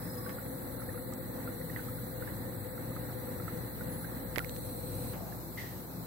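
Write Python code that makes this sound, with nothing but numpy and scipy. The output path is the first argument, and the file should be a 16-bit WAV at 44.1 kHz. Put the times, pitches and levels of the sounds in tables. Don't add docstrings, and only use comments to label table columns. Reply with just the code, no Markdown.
import sys
import numpy as np
from scipy import signal
from scipy.fft import irfft, next_fast_len
from scipy.io import wavfile

SR = 44100
rng = np.random.default_rng(int(sys.argv[2]) if len(sys.argv) > 2 else 0)


def gain_from_db(level_db):
    decades = np.asarray(level_db, float) / 20
    return 10 ** decades


def waveform_to_disk(signal):
    frames = np.transpose(np.atleast_2d(signal))
    scaled = np.clip(frames, -1, 1) * 32767
    samples = np.round(scaled).astype(np.int16)
    wavfile.write(sys.argv[1], SR, samples)


N = 267510
M = next_fast_len(N)
T = np.arange(N) / SR
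HZ = np.maximum(np.fft.rfftfreq(M, 1 / SR), 1)
PING_T = np.arange(2048) / SR
JUMP_S = 5.135


def at_hz(points):
    hz, value = np.transpose(points)
    return np.interp(np.log(HZ), np.log(hz), value)


def drift(rate_hz):
    r = np.exp(-80 * np.pi * rate_hz / SR)
    slow = signal.lfilter([1], [1, -2 * r, r * r], rng.standard_normal(N // 40 + 2002))[2000:]
    return np.interp(np.arange(N) / 40, np.arange(len(slow)), slow / slow.std())


def envelope(s, attack_s, hold_s, t60_s):
    rise = np.clip((T - s) / attack_s, 0, 1)
    return rise * gain_from_db(-60 * np.maximum(T - s - attack_s - hold_s, 0) / t60_s)


def ping(hz, t60_s, rise=0.):
    phase = 2 * np.pi * hz * PING_T * (1 + rise * PING_T / t60_s)
    return np.sin(phase) * gain_from_db(-60 * PING_T / t60_s)


def pan(x, left_db):
    return x * gain_from_db(np.array([[left_db / 2], [-left_db / 2]]))


def at_right_port(x, left_db):
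    return x * gain_from_db(np.array([[left_db], [0]]))


def add(out, s, sound):
    i = round(s * SR)
    out[:, i:i + sound.shape[1]] += sound


# frequency in Hz, share from 0 to 1.
LIKENESS = [(35, 0.3), (57, 0.26), (78, 0.3), (105, 0.83), (200, 0.95), (330, 0.71), (430, 0.66),
            (520, 0.69), (700, 0.4), (1200, 0.095), (3500, 0.15), (15000, 0.2)]
# frequency in Hz, lead in radians.
PORT_TURN = [(50, 0.93), (80, 1), (115, 0.22), (200, 0.12), (320, -0.51), (450, 0.75), (505, 0.96),
             (600, 0.28), (800, -0.66)]
# delay in seconds, level in dB.
ECHOES = [(.0001, -3), (.0015, -0.5), (.003, -12)]


def port_share():
    paths = sum(gain_from_db(db) * np.exp(-2j * np.pi * HZ * late_s) for late_s, db in ECHOES)
    turn = np.where(HZ < 800, at_hz(PORT_TURN), np.angle(paths))
    return np.clip(at_hz(LIKENESS), 0, 1) * np.exp(1j * turn)


SHARE = port_share()
UNSHARED = np.sqrt(1 - np.abs(SHARE) ** 2)


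def stereo_noise(shape):
    real, imag = rng.standard_normal((2, 2, len(HZ))) * np.sqrt(len(HZ))
    left, own = real + 1j * imag
    right = SHARE * left + UNSHARED * own
    return irfft(np.array([left, right]) * shape, M)[:, :N]


def resonant_noise(hz, width_hz):
    x = stereo_noise(1 / (1 + (2 * (HZ - hz) / width_hz) ** 2))
    return x / x.std()


# frequency in Hz, left minus right in dB.
LEFT_LOUDER = [(60, 5), (110, 3), (200, 0.5), (380, -1.5), (700, 2.5), (1290, -1.5), (2380, -1.5),
               (4400, 3.5), (8120, 3), (15000, 0)]


def air(spectrum):
    lean = gain_from_db(at_hz(LEFT_LOUDER) / 2 * np.array([[1], [-1]]))
    return stereo_noise(gain_from_db(at_hz(spectrum)) * lean * np.sqrt(SR / 2))


# frequency in Hz, density in dB per Hz.
RUMBLE_NEAR = [(30, -93), (46, -77), (66, -74), (95, -69.5), (140, -68), (200, -68.5), (290, -69),
               (410, -79), (650, -81), (850, -79.5), (1000, -84.5), (1700, -89), (2500, -96.5),
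               (3300, -104)]
RUMBLE_FAR = [(30, -118), (48, -87), (66, -91), (95, -66), (140, -70), (200, -70.5), (290, -71.5),
              (410, -76.5), (650, -81), (850, -80.5), (1000, -83), (1700, -90.5), (2500, -99), (3300, -104)]


def rumble(far):
    near_air = air(RUMBLE_NEAR) * gain_from_db(0.88 * drift(4.1))
    far_air = air(RUMBLE_FAR) * gain_from_db(0.8 * drift(3))
    return np.where(far, far_air, near_air)


# frequency in Hz, density in dB per Hz.
JET_NEAR = [(2500, -110), (3600, -98), (4500, -99), (5200, -103), (6500, -102), (7500, -100.5),
            (8500, -100), (8800, -102), (9200, -93.5), (10400, -98.5), (10650, -89), (12000, -88.5),
            (13200, -86), (15500, -85)]
JET_FAR = [(2500, -106), (3200, -103), (4000, -98.5), (5500, -99.5), (8300, -99.5), (8800, -100),
           (9300, -100), (10800, -93.5), (12200, -89), (13200, -83.5), (14200, -88), (15500, -88)]


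def jet(far):
    near_jet = air(JET_NEAR) * gain_from_db(0.73 * drift(0.84))
    far_jet = air(JET_FAR) * gain_from_db(0.4 * drift(3))
    return np.where(far, far_jet, near_jet)


# frequency in Hz, width in Hz, near
# level in dB, far level in dB, left minus right in dB.
RESONANCES = [(505, 55.5, -49, -59.5, 7), (98.9, 6, -51.5, -65, 7), (163.2, 4.7, -56, -55, 9.5),
              (186.8, 2, -65, -55, 12), (4116, 410, -63.5, -66.5, -4), (5908, 57, -74.5, -88, -3),
              (8295, 220, -61, -74, -1), (7850, 380, -69, -68, -6.5), (12870, 260, -64, -76, 17),
              (15000, 480, -65, -80, 6)]
OPEN_S, OPEN_TURN_S, OPEN_DB, OPEN_TOP_SHARE = 4.42, .1, 3.5, 0.49


def resonances(far):
    opening_db = OPEN_DB * np.clip((T - OPEN_S) / OPEN_TURN_S, 0, 1)
    out = 0
    for hz, width_hz, near_db, far_db, left_db in RESONANCES:
        lift = (4000 < hz < 9000) * (1 + OPEN_TOP_SHARE * (hz > 8100))
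        near = gain_from_db(near_db + opening_db * lift + .5 * drift(2.9))
        out = out + pan(resonant_noise(hz, width_hz), left_db) * np.where(far, gain_from_db(far_db), near)
    return out


# frequency in Hz, rms level in dB.
HUM = [(57.6, -55.5), (115.5, -60.5), (119.6, -47), (258.4, -58.5), (360.7, -58.5)]


def hum():
    lead = np.array([[0], [.75]])
    out = 0
    for hz, db in HUM:
        level = np.sqrt(2) * gain_from_db(db + 2.0 * drift(0.27))
        out = out + pan(level * np.sin(2 * np.pi * hz * T + lead + .5 * drift(1.63)), 2.9)
    return out


# start in seconds, length in seconds, rms level in dB.
WHISTLES = [(0, 0.25, -58), (.45, 0.27, -61), (.8, .2, -56), (1.9, .15, -64), (3.905, .15, -55.5),
            (4.36, .04, -59), (4.547, 0.18, -59), (4.904, .23, -61)]
WHISTLE_HZ, WHISTLE_CLIMB_HZ_PER_S = 10905, 18
WHISTLE_ATTACK_S, WHISTLE_T60_S, WHISTLE_REST_DB = .03, 7 * 0.047, -78


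def whistle(far):
    level = gain_from_db(WHISTLE_REST_DB)
    for s, length_s, db in WHISTLES:
        level = level + gain_from_db(db) * envelope(s - WHISTLE_ATTACK_S, WHISTLE_ATTACK_S, length_s, WHISTLE_T60_S)
    hz = WHISTLE_HZ + WHISTLE_CLIMB_HZ_PER_S * T + 22 * drift(66)
    phase = 2 * np.pi * np.cumsum(hz) / SR
    return np.sqrt(2) * level * gain_from_db(3.5 * drift(30)) * ~far * np.array([np.sin(phase), np.cos(phase)])


# frequency in Hz, width in Hz, rms level in dB.
SWELLS = [(1125, 50, -55), (275, 30, -45.5), (5100, 63, -60.5), (700, 320, -49), (1390, 140, -42.5)]
# start in seconds, length in seconds.
SWELL_TIMES = [(.14, .36), (.45, .2), (-.1, .55), (5.13, .32), (4.398, .02)]


def swells():
    out = 0
    for (hz, width_hz, db), (s, length_s) in zip(SWELLS, SWELL_TIMES):
        swell = np.sin(np.pi * np.clip((T - s) / length_s, 0, 1) ** .5)
        out = out + gain_from_db(db) * resonant_noise(hz, width_hz) * swell
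    return out


# start in seconds, peak level in dB, frequency in Hz.
PLOPS = [(0.262, -39.5, 1480), (0.384, -40.5, 1390), (0.797, -45.5, 1370), (0.8183, -42, 1300),
         (0.89, -42.5, 1780), (0.9426, -42.5, 1220), (0.976, -42.5, 1370), (1.1243, -44, 1220),
         (1.475, -37.5, 1350), (1.6118, -45.5, 1880), (1.698, -40.5, 1860), (1.7605, -35, 1946),
         (1.7913, -38, 1460), (1.8841, -41, 1260), (1.984, -45, 1450), (2.2229, -38.5, 1450),
         (2.2756, -42.5, 1700), (2.7768, -43.5, 1350), (2.9153, -45.5, 1200), (2.9635, -39.5, 1245),
         (3.0979, -47, 1300), (3.273, -46, 1340), (3.3984, -39, 1310), (3.4796, -34.5, 1290),
         (3.8088, -40, 1440), (4.044, -40.5, 1550), (5.0618, -48, 1040), (5.3236, -43.5, 1680)]
# start in seconds, peak level in dB.
SURGES = [(0.2922, -39), (1.7605, -39), (2.2757, -45), (3.4782, -47.5), (5.1362, -40.5)]
SPLASH_DB, TUBE_LEFT_DB, TUBE_SPREAD_DB = -9, -6, -0.5


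def plops():
    out = np.zeros((2, N))
    soft = 1 - np.exp(-PING_T / 0.00068)
    band = signal.butter(2, [1100, 2300], "band", fs=SR, output="sos")
    splashes = signal.sosfilt(band, rng.standard_normal((len(PLOPS + SURGES), 2, 2048)))
    splashes = splashes * 1.42 * gain_from_db(-60 * PING_T / 0.14)
    places_db = TUBE_LEFT_DB + TUBE_SPREAD_DB * rng.standard_normal(len(PLOPS))
    for (s, db, hz), splash, left_db in zip(PLOPS, splashes, places_db):
        bubble = ping(hz, 45 / hz, rise=0.053) + gain_from_db(SPLASH_DB) * splash
        add(out, s, pan(gain_from_db(db) * soft * bubble, left_db))
    for (s, db), splash in zip(SURGES, splashes[len(PLOPS):]):
        add(out, s, pan(gain_from_db(db) * soft * splash, TUBE_LEFT_DB))
    return out


# frequency in Hz, Q, gain in dB.
COVERED = [(1300, 4.8, 0), (2000, 2.01, 13), (2400, 3.3, -13), (6100, 0.77, -1.5), (7775, 32, 10.5),
           (8360, 18.6, -12)]


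def covered_port(x):
    for hz, q, db in COVERED:
        a, w = gain_from_db(db / 2), 2 * np.pi * hz / SR
        k = np.sin(w) / (2 * q)
        top = [1 + k * a, -2 * np.cos(w), 1 - k * a]
        bottom = [1 + k / a, -2 * np.cos(w), 1 - k / a]
        x = signal.lfilter(top, bottom, x)
    return x


# start in seconds, peak level in dB, ring in Hz, snap level in dB, left share in dB.
TICKS = [(0.2934, -39, 1700, -29, 2), (.462, -47, 2100, -58, 1), (1.137, -32.5, 7800, -37, -12),
         (4.3598, -20.5, 1760, -18, -28), (4.3648, -21, 2000, -35, -34), (4.3828, -15, 2120, -8.5, -40),
         (4.3921, -18.5, 1890, -25, -33), (4.446, -26, 2120, -28, -28), (4.4947, -29.5, 3870, -19.5, -27),
         (4.5645, -54, 3850, -26.5, -18)]
CRACK_S, CRACK_DB = 4.3829, -16
SUCTION_S, SUCTION_DB, SUCTION_HZ = 4.3762, -17, 520
SNAP_TOP_HZ = 6500


def finger():
    out = np.zeros((2, N))
    snaps = rng.standard_normal((len(TICKS), 2048)) * gain_from_db(-60 * PING_T / 0.0049)
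    snaps = signal.sosfilt(signal.butter(2, SNAP_TOP_HZ, fs=SR, output="sos"), snaps)
    for (s, db, hz, snap_db, left_db), snap in zip(TICKS, snaps):
        bright_snap = signal.lfilter([.4, -.4], [1, -1.3, .45], snap)
        add(out, s, at_right_port(gain_from_db(db) * ping(hz, 0.0081) + gain_from_db(snap_db) * bright_snap, left_db))
    crack = np.diff(rng.standard_normal(130), n=2) / 2 * gain_from_db(-60 * PING_T[:128] / .003)
    add(out, CRACK_S, at_right_port(gain_from_db(CRACK_DB) * crack, -30))
    add(out, SUCTION_S, at_right_port(-gain_from_db(SUCTION_DB) * ping(SUCTION_HZ, .012), -25))
    return out


SQUEAK_S, SQUEAK_DB, SCUFF_DB = 5.572, -44, -52
SQUEAK_ATTACK_S, SQUEAK_HOLD_S, SQUEAK_T60_S, SCUFF_T60_S = .006, .025, .45, .7
SQUEAK_START_HZ, SQUEAK_END_HZ, SQUEAK_SAG_S = 2040, 1890, 0.048


def sole():
    sag = np.exp(-np.maximum(T - SQUEAK_S, 0) / SQUEAK_SAG_S)
    hz = SQUEAK_END_HZ + (SQUEAK_START_HZ - SQUEAK_END_HZ) * sag
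    swing = resonant_noise(0, 200) + 1j * resonant_noise(0, 220)
    tone = gain_from_db(SQUEAK_DB) * np.real(swing * np.exp(2j * np.pi * np.cumsum(hz) / SR))
    scuff = gain_from_db(SCUFF_DB) * resonant_noise(3600, 6200)
    tone = tone * envelope(SQUEAK_S, SQUEAK_ATTACK_S, SQUEAK_HOLD_S, SQUEAK_T60_S)
    return tone + scuff * envelope(SQUEAK_S, SQUEAK_ATTACK_S, SQUEAK_HOLD_S, SCUFF_T60_S)


UNCOVER_S, UNCOVER_LENGTH_S = 4.49, 0.22


def scene():
    far = T > JUMP_S
    room = rumble(far) + jet(far) + resonances(far) + hum() + whistle(far) + swells() + plops() + sole()
    free = np.clip((T - UNCOVER_S) / UNCOVER_LENGTH_S, 0, 1)
    room[1] = free * room[1] + (1 - free) * covered_port(room[1])
    return room + finger()


# frequency in Hz, threshold in dB.
GATE = [(2300, -70), (3400, -69.5), (3750, -75), (4500, -75), (4800, -70), (6800, -70), (7600, -73),
        (8600, -71), (9000, -70), (11000, -73)]
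GATE_SPREAD_DB, CUTOFF_HZ = 1.3, 15800


def mute_faint_treble(x):
    hz, s, z = signal.stft(x, SR, "cosine", 2048, 1024)
    edges_hz = np.geomspace(2300, 11000, 34)
    band = np.searchsorted(edges_hz, hz)
    for k in range(1, 34):
        power = np.mean(np.abs(z[:, band == k]) ** 2, axis=1).sum(axis=0)
        level_db = 10 * np.log10(30 * power + 1e-18)
        gate_db = np.interp(edges_hz[k], *np.transpose(GATE)) + GATE_SPREAD_DB * rng.standard_normal(len(s))
        z[:, band == k] *= level_db > gate_db
    z[:, hz > CUTOFF_HZ] = 0
    return signal.istft(z, SR, "cosine", 2048, 1024)[1][:, :N]


def low_pass(x):
    return signal.sosfilt(signal.butter(12, 16840, fs=SR, output="sos"), x)


def record(dry):
    mix = mute_faint_treble(dry)
    return low_pass(mix)


dry = scene()
out = record(dry)
waveform_to_disk(out)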